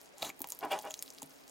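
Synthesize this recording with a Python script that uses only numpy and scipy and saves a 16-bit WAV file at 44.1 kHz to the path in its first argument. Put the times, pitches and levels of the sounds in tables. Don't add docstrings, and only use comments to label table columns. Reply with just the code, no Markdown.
import sys
import numpy as np
from scipy import signal
from scipy.fft import rfft, irfft
from scipy.io import wavfile
from scipy.ndimage import uniform_filter1d, map_coordinates

SR = 44100
rng = np.random.default_rng(int(sys.argv[2]) if len(sys.argv) > 2 else 0)


def persist_wave(psi):
    counts = np.round(np.clip(psi, -1, 1) * 32767).astype(np.int16)
    wavfile.write(sys.argv[1], SR, np.atleast_2d(counts).T)


N = 66150
T = np.arange(N) / SR

# (frequency [Hz], level [dB])
AIR_SPECTRUM = [(25, -9), (60, 0), (100, -9.5), (150, 4), (230, 0.5), (280, -4), (350, 7), (430, 9.5),
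                (520, 3), (650, 6), (1200, 0), (2500, -2.5), (7000, -14.5), (16000, -37)]
# (time [s], level [dB])
HUM_LEVEL = [(0, -71), (1.5, -63.5)]
# (time [s], level [dB])
CRACKLE_LEVEL = [(0, -60), (.05, -63), (.1, -71.5), (.2, -68), (.35, -67.5), (.43, -67.5), (.53, -56.5),
                 (.58, -67), (.68, -67), (.8, -57.5), (.9, -61.5), (1.05, -57.5), (1.2, -66), (1.33, -62.5),
                 (1.44, -67), (1.5, -63.5)]
# (time [s], level [dB])
FIZZ_LEVEL = [(.17, -65), (.214, -53), (.226, -44), (.24, -47), (.255, -42), (.275, -45), (.288, -49.5),
              (.297, -43), (.307, -54), (.32, -98)]
# (frequency [Hz], level [dB])
FIZZ_SPECTRUM = [(60, -16.5), (170, 3.5), (290, 8.5), (500, -1.5), (700, 12.5), (1000, 5.5), (1400, -0.5),
                 (2400, -2), (3100, -4), (3900, 5), (5000, -6), (7000, 3.5), (8500, -5), (13000, -4.5),
                 (16000, -17)]
# (peak time [s], Gaussian length [s], level [dB], pitch [Hz])
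AIR_SPURTS = [(0.2233, 0.00089, -33.5, 3850), (0.2487, 0.0008, -37, 3400), (0.257, 0.0022, -51, 7200),
              (0.271, 0.0014, -46.5, 6430), (.294, 0.0018, -52, 12400), (0.295, 0.0013, -43.5, 2500),
              (0.7206, 0.002, -34, 3200), (0.7898, 0.0013, -44.5, 6500), (.79, 0.00089, -42.5, 3500),
              (0.7902, 0.0017, -46, 9600), (0.908, 0.0026, -43.5, 7000), (0.909, 0.0012, -42, 3150),
              (1.2198, 0.00072, -41.5, 9940), (1.2215, 0.0013, -42.5, 7000)]
# (time [s], level [dB], starting pitch [Hz], decay [s])
POCKET_POPS = [(.137, -54, 566, 0.018), (.2283, -21, 666, 0.0036), (0.225, -51, 50, 0.004),
               (.301, -24.5, 2200, 0.0012), (.303, -48, 2280, 0.0084), (.407, -39, 274.4, 0.0061),
               (.405, -39.5, 836, 0.0028), (.414, -44.5, 664, 0.0084), (.4435, -23.5, 805, 0.0011),
               (.447, -54, 178, 0.0091), (.522, -40.5, 895, 0.0026), (.642, -40.5, 296, 0.024),
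               (.7425, -42, 756, .0022), (1.2205, -35.5, 846, 0.0024), (1.227, -37, 620, 0.0027),
               (1.229, -41.5, 258, 0.0054), (1.232, -53.5, 144.5, 0.013)]
# (frequency [Hz], width [Hz], level [dB])
TUB_MODES = [(202, 38, -7), (286, 60, -4.5), (427, 76, 0), (605, 33, 10), (681.4, 38, 6), (768, 52, 7),
             (814.6, 25, 6), (962, 79, 1), (1420, 120, -2), (1510, 55, -12)]
# (frequency [Hz], width per pass [Hz], level [dB])
FILM_MODES = [(1930, 550, -5), (2323, 240, 6.5), (2705, 270, 5.5), (3310, 430, 1), (4270, 1300, -9.5)]
# (time of full force [s], hold [s], start of letting go [s],
# groan level [dB], rasp level [dB], wet hiss level [dB], slime pitch at full force [Hz])
SLIME_PULLS = [(0.631, 0.0034, 0.68, -34, -51.5, -61, 712), (0.716, 0.02, 0.799, -32.5, -43.5, -48, 770),
               (0.846, 0.036, 0.915, -44, -56.5, -86, 576)]
# (time [s], level [dB],
# pitch [Hz], width [Hz])
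BLISTER_SNAPS = [(.0149, -38, 12500, 2100), (0.1824, -35, 7100, 2270), (0.2278, -21, 4030, 740),
                 (.2281, -24.5, 2500, 600), (0.3929, -32.5, 13700, 2600), (.4047, -30, 13700, 2000),
                 (.418, -15, 12900, 4300), (0.4428, -25.5, 2310, 1560), (0.444, -36, 7100, 1400),
                 (0.4726, -28.5, 14000, 3000), (0.4884, -27, 12400, 3300), (0.4984, -28.5, 12500, 3000),
                 (0.5034, -23.5, 8900, 2290), (0.5213, -22.5, 6980, 840), (0.5213, -20.5, 12200, 3050),
                 (0.5493, -33.5, 12000, 2400), (0.5899, -27.5, 12300, 1180), (0.6088, -36, 4260, 2580),
                 (0.6512, -30.5, 11300, 4740), (.8241, -31.5, 14000, 3020), (0.9, -39, 6800, 980),
                 (0.9175, -31.5, 6600, 920), (.941, -24, 6160, 1090), (0.941, -26, 4180, 885),
                 (0.9918, -29.5, 6550, 450), (1.025, -17, 9200, 5100), (1.025, -31, 4430, 1900),
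                 (1.0789, -35, 4200, 1370), (1.1038, -30.5, 6250, 1400), (1.1487, -38.5, 7240, 2280),
                 (1.1805, -38.5, 3740, 1490), (1.1848, -34, 4400, 1800), (1.2298, -26, 9600, 3400),
                 (1.2305, -35, 3520, 1500), (1.2602, -38.5, 10100, 3400), (1.4795, -35, 7100, 3660),
                 (1.496, -40.5, 7200, 1200)]

AIR_DB, AIR_SIDE_DB = -59.5, 2.5
HUM_HZ, HUM_WIDTH_HZ = 272.3, 13.6

FLICKER_DB, FLICKER_HZ = 2, 95
CRACKLE_PER_S, CRACKLE_SCATTER_DB = 3000, 4.5
BLISTER_HZ, BLISTER_SPREAD_OCTAVES, BLISTER_DECAY_CYCLES = 9780, 0.67, 1.4
BLISTER_LOW_HZ = 3570
SQUISH_DB, SQUISH_HZ, SQUISH_WIDTH_HZ = -8, 655, 200

FIZZ_PER_S, FIZZ_SCATTER_DB = 5400, 2
SPURT_WIDTH_HZ, SPURT_HISS_DB, SPURT_LOW_HZ = 960, -4.5, 1950

POP_RISE_S, POP_GLIDE_RATIO, POP_ROUGH_RAD = 0.00076, 0.052, 0.26

SLIP_HZ, SLIP_JITTER, GRIT_DECAY_S = 418.9, 0.6, 0.004
SLIME_DB, SLIME_WIDTH_HZ = -1.5, 88
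TUB_LOW_HZ, TUB_TOP_HZ, HISS_TOP_HZ = 140, 1640, 9400
GROAN_GLIDE_PER_S, RASP_GLIDE_PER_S = 0.477, 1.7
GROAN_RISE_DB_PER_S, GROAN_FALL_DB_PER_S = 1031, 250
RASP_RISE_DB_PER_S, RASP_FALL_DB_PER_S = 856, 379
RELEASE_DB_PER_S = 704

CRACK_DB, CRACK_DECAY_S, SNAP_RISE_S = -15.5, 0.0017, 0.00004
SNAP_LOW_HZ = 2360

NEAR_DB, NEAR_DECAY_S, NEAR_SIDE_DB = -9, 0.0043, -10
ROOM_DB, ROOM_DECAY_S, ROOM_SIDE_DB = -12, 0.0099, -25
LOW_DB, LOW_DECAY_S, LOW_SIDE_DB = -4.5, 0.014, -8.5
SPLIT_HZ = 1500
RECORDER_TOP_HZ = 16000


def amp(db):
    return 10 ** (np.asarray(db) / 20)


def unit(x):
    return x / np.sqrt(np.mean(x ** 2) + 1e-20)


def curve(rows):
    s, db = np.array(rows, float).T
    outside_s = np.abs(T - np.clip(T, s[0], s[-1]))
    return amp(np.interp(T, s, db) - 1000 * outside_s)


def colour(x, points):
    hz, db = np.array(points, float).T
    log_hz = np.log(np.arange(2049) * SR / 4096 + 1)
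    gain = amp(np.interp(log_hz, np.log(hz), db))
    cepstrum = irfft(np.log(gain))
    cepstrum[1:2048] *= 2
    cepstrum[2049:] = 0
    impulse = irfft(np.exp(rfft(cepstrum)))
    return signal.fftconvolve(x, impulse)[:N]


def ring(x, hz, width_hz):
    return signal.lfilter(*signal.iirpeak(hz, hz / width_hz, fs=SR), x)


def highpass(x, hz):
    return signal.sosfilt(signal.butter(2, hz, "high", fs=SR, output="sos"), x)


def lowpass(x, hz):
    return signal.sosfilt(signal.butter(2, min(hz, 0.45 * SR), fs=SR, output="sos"), x)


def add(out, s, sound):
    i = max(int(s * SR), 0)
    out[i:i + len(sound)] += sound[:max(N - i, 0)]


def grains(per_s, scatter_db):
    size = amp(scatter_db * np.minimum(rng.exponential(size=N), 4.5))
    happens = rng.random(N) < per_s / SR
    return happens * size * rng.choice([-1, 1], N)


def flicker(depth_db, hz):
    return amp(depth_db * np.tanh(unit(lowpass(rng.standard_normal(N), hz))))


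def swell(s, hold_s, rise_db_per_s, fall_db_per_s):
    before_s = np.maximum(s - T, 0)
    after_s = np.maximum(T - s - hold_s, 0)
    return amp(-rise_db_per_s * before_s - fall_db_per_s * after_s)


def glide(x, s, per_s):
    read_s = T + per_s * (T - s) ** 2 / 2
    return map_coordinates(x, [read_s * SR], mode="mirror")


def stereo(side_db, size):
    mid, side = rng.standard_normal((2, size))
    return mid + amp(side_db) * np.array([side, -side])


def room_tone():
    noise = stereo(AIR_SIDE_DB, N)
    return amp(AIR_DB) * unit(np.array([colour(channel, AIR_SPECTRUM) for channel in noise]))


def hum():
    return curve(HUM_LEVEL) * unit(ring(stereo(AIR_SIDE_DB, N), HUM_HZ, HUM_WIDTH_HZ))


def crackle():
    out, t = np.zeros(N), T[:SR // 400]
    bursts = grains(CRACKLE_PER_S, CRACKLE_SCATTER_DB)
    octaves = BLISTER_SPREAD_OCTAVES * rng.standard_normal(N)
    pitch_hz = np.clip(BLISTER_HZ * 2 ** octaves, SNAP_LOW_HZ, SR / 2)
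    for i in np.flatnonzero(bursts):
        decay = np.exp(-pitch_hz[i] * t / BLISTER_DECAY_CYCLES)
        add(out, T[i], bursts[i] * np.sin(2 * np.pi * pitch_hz[i] * t) * decay)
    blisters = unit(highpass(out, BLISTER_LOW_HZ))
    squish = amp(SQUISH_DB) * unit(ring(rng.standard_normal(N), SQUISH_HZ, SQUISH_WIDTH_HZ))
    mix = blisters + highpass(squish, TUB_LOW_HZ)
    return mix * curve(CRACKLE_LEVEL) * flicker(FLICKER_DB, FLICKER_HZ)


def escaping_air():
    fizz = unit(colour(grains(FIZZ_PER_S, FIZZ_SCATTER_DB), FIZZ_SPECTRUM))
    out = fizz * curve(FIZZ_LEVEL) * flicker(FLICKER_DB, FLICKER_HZ)
    for s, length_s, db, hz in AIR_SPURTS:
        air = rng.standard_normal(N)
        whistle = unit(ring(ring(air, hz, SPURT_WIDTH_HZ), hz, SPURT_WIDTH_HZ))
        hiss = amp(SPURT_HISS_DB) * highpass(air, SPURT_LOW_HZ)
        envelope = np.exp(-((T - s) / length_s) ** 2 / 2)
        out += amp(db) * envelope * (whistle + hiss)
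    return out


def pops():
    out, t = np.zeros(N), T[:SR // 8]
    for s, db, hz, decay_s in POCKET_POPS:
        decay = np.exp(-t / decay_s)
        phase = 2 * np.pi * np.cumsum(hz * (1 + POP_GLIDE_RATIO * (1 - decay))) / SR
        wobble = POP_ROUGH_RAD * unit(lowpass(rng.standard_normal(len(t)), hz / 2))
        body = np.sin(phase + wobble) * decay * (1 - np.exp(-t / POP_RISE_S))
        add(out, s, amp(db) * highpass(body, hz / 2))
    return out


def drag():
    gaps_s = np.exp(SLIP_JITTER * rng.standard_normal(900)) / SLIP_HZ
    at = (np.cumsum(gaps_s) * SR).astype(int)
    slips = np.zeros(N)
    slips[at[at < N]] = 1
    slip_decay = signal.lfilter([1], [1, -np.exp(-1 / (GRIT_DECAY_S * SR))], slips)
    grit = slip_decay * rng.standard_normal(N)

    tub = sum(amp(db) * ring(slips, hz, width) for hz, width, db in TUB_MODES)
    tub = lowpass(highpass(tub, TUB_LOW_HZ), TUB_TOP_HZ)
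    rasp = unit(sum(amp(db) * ring(ring(grit, hz, width), hz, width) for hz, width, db in FILM_MODES))
    hiss = unit(lowpass(highpass(grit, TUB_TOP_HZ), HISS_TOP_HZ))

    out = np.zeros(N)
    for s, hold_s, end_s, groan_db, rasp_db, hiss_db, hz in SLIME_PULLS:
        slime = amp(SLIME_DB) * ring(tub, hz, SLIME_WIDTH_HZ)
        groan = glide(tub + slime, s, GROAN_GLIDE_PER_S)
        groan = groan / np.sqrt(uniform_filter1d(groan ** 2, size=500) + 1e-12)
        body = amp(groan_db) * groan * swell(s, hold_s, GROAN_RISE_DB_PER_S, GROAN_FALL_DB_PER_S)
        peel = amp(rasp_db) * glide(rasp, s, RASP_GLIDE_PER_S) + amp(hiss_db) * hiss
        peel = peel * swell(s, hold_s, RASP_RISE_DB_PER_S, RASP_FALL_DB_PER_S)
        out += (body + peel) * amp(-RELEASE_DB_PER_S * np.maximum(T - end_s, 0))
    return out


def snaps():
    out, t = np.zeros(N), T[:SR // 100]
    for s, db, hz, width_hz in BLISTER_SNAPS:
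        envelope = np.exp(-np.pi * width_hz * t) * (1 - np.exp(-t / SNAP_RISE_S))
        tone = envelope / envelope.max() * np.sin(2 * np.pi * hz * t)
        bright = np.diff(rng.standard_normal(len(t)), prepend=0) / 2
        crack = bright + rng.standard_normal(len(t)) / 2
        crack_s = CRACK_DECAY_S * rng.uniform(0.5, 1.5)
        add(out, s, amp(db) * (tone + amp(CRACK_DB) * crack * np.exp(-t / crack_s)))
    return highpass(out, SNAP_LOW_HZ)


def tail(db, decay_s, side_db):
    t = T[:SR // 3]
    envelope = np.exp(-t / decay_s) * (1 - np.exp(-10 * t / decay_s))
    cloud = stereo(side_db, len(t)) * envelope
    return amp(db) * unit(cloud) / np.sqrt(len(t))


def room(x):
    low = signal.sosfiltfilt(signal.butter(2, SPLIT_HZ, fs=SR, output="sos"), x)
    bright = tail(NEAR_DB, NEAR_DECAY_S, NEAR_SIDE_DB) + tail(ROOM_DB, ROOM_DECAY_S, ROOM_SIDE_DB)
    dull = tail(LOW_DB, LOW_DECAY_S, LOW_SIDE_DB)
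    treble_echo = signal.fftconvolve(x - low, bright, axes=1)
    low_echo = signal.fftconvolve(low, dull, axes=1)
    return x + (treble_echo + low_echo)[:, :N]


def scene():
    slime = crackle() + escaping_air() + pops() + drag() + snaps()
    return room_tone() + hum() + room(np.tile(slime, (2, 1)))


def record(dry):
    return signal.sosfilt(signal.ellip(8, 0.2, 70, RECORDER_TOP_HZ, fs=SR, output="sos"), dry)


dry = scene()
out = record(dry)
persist_wave(out)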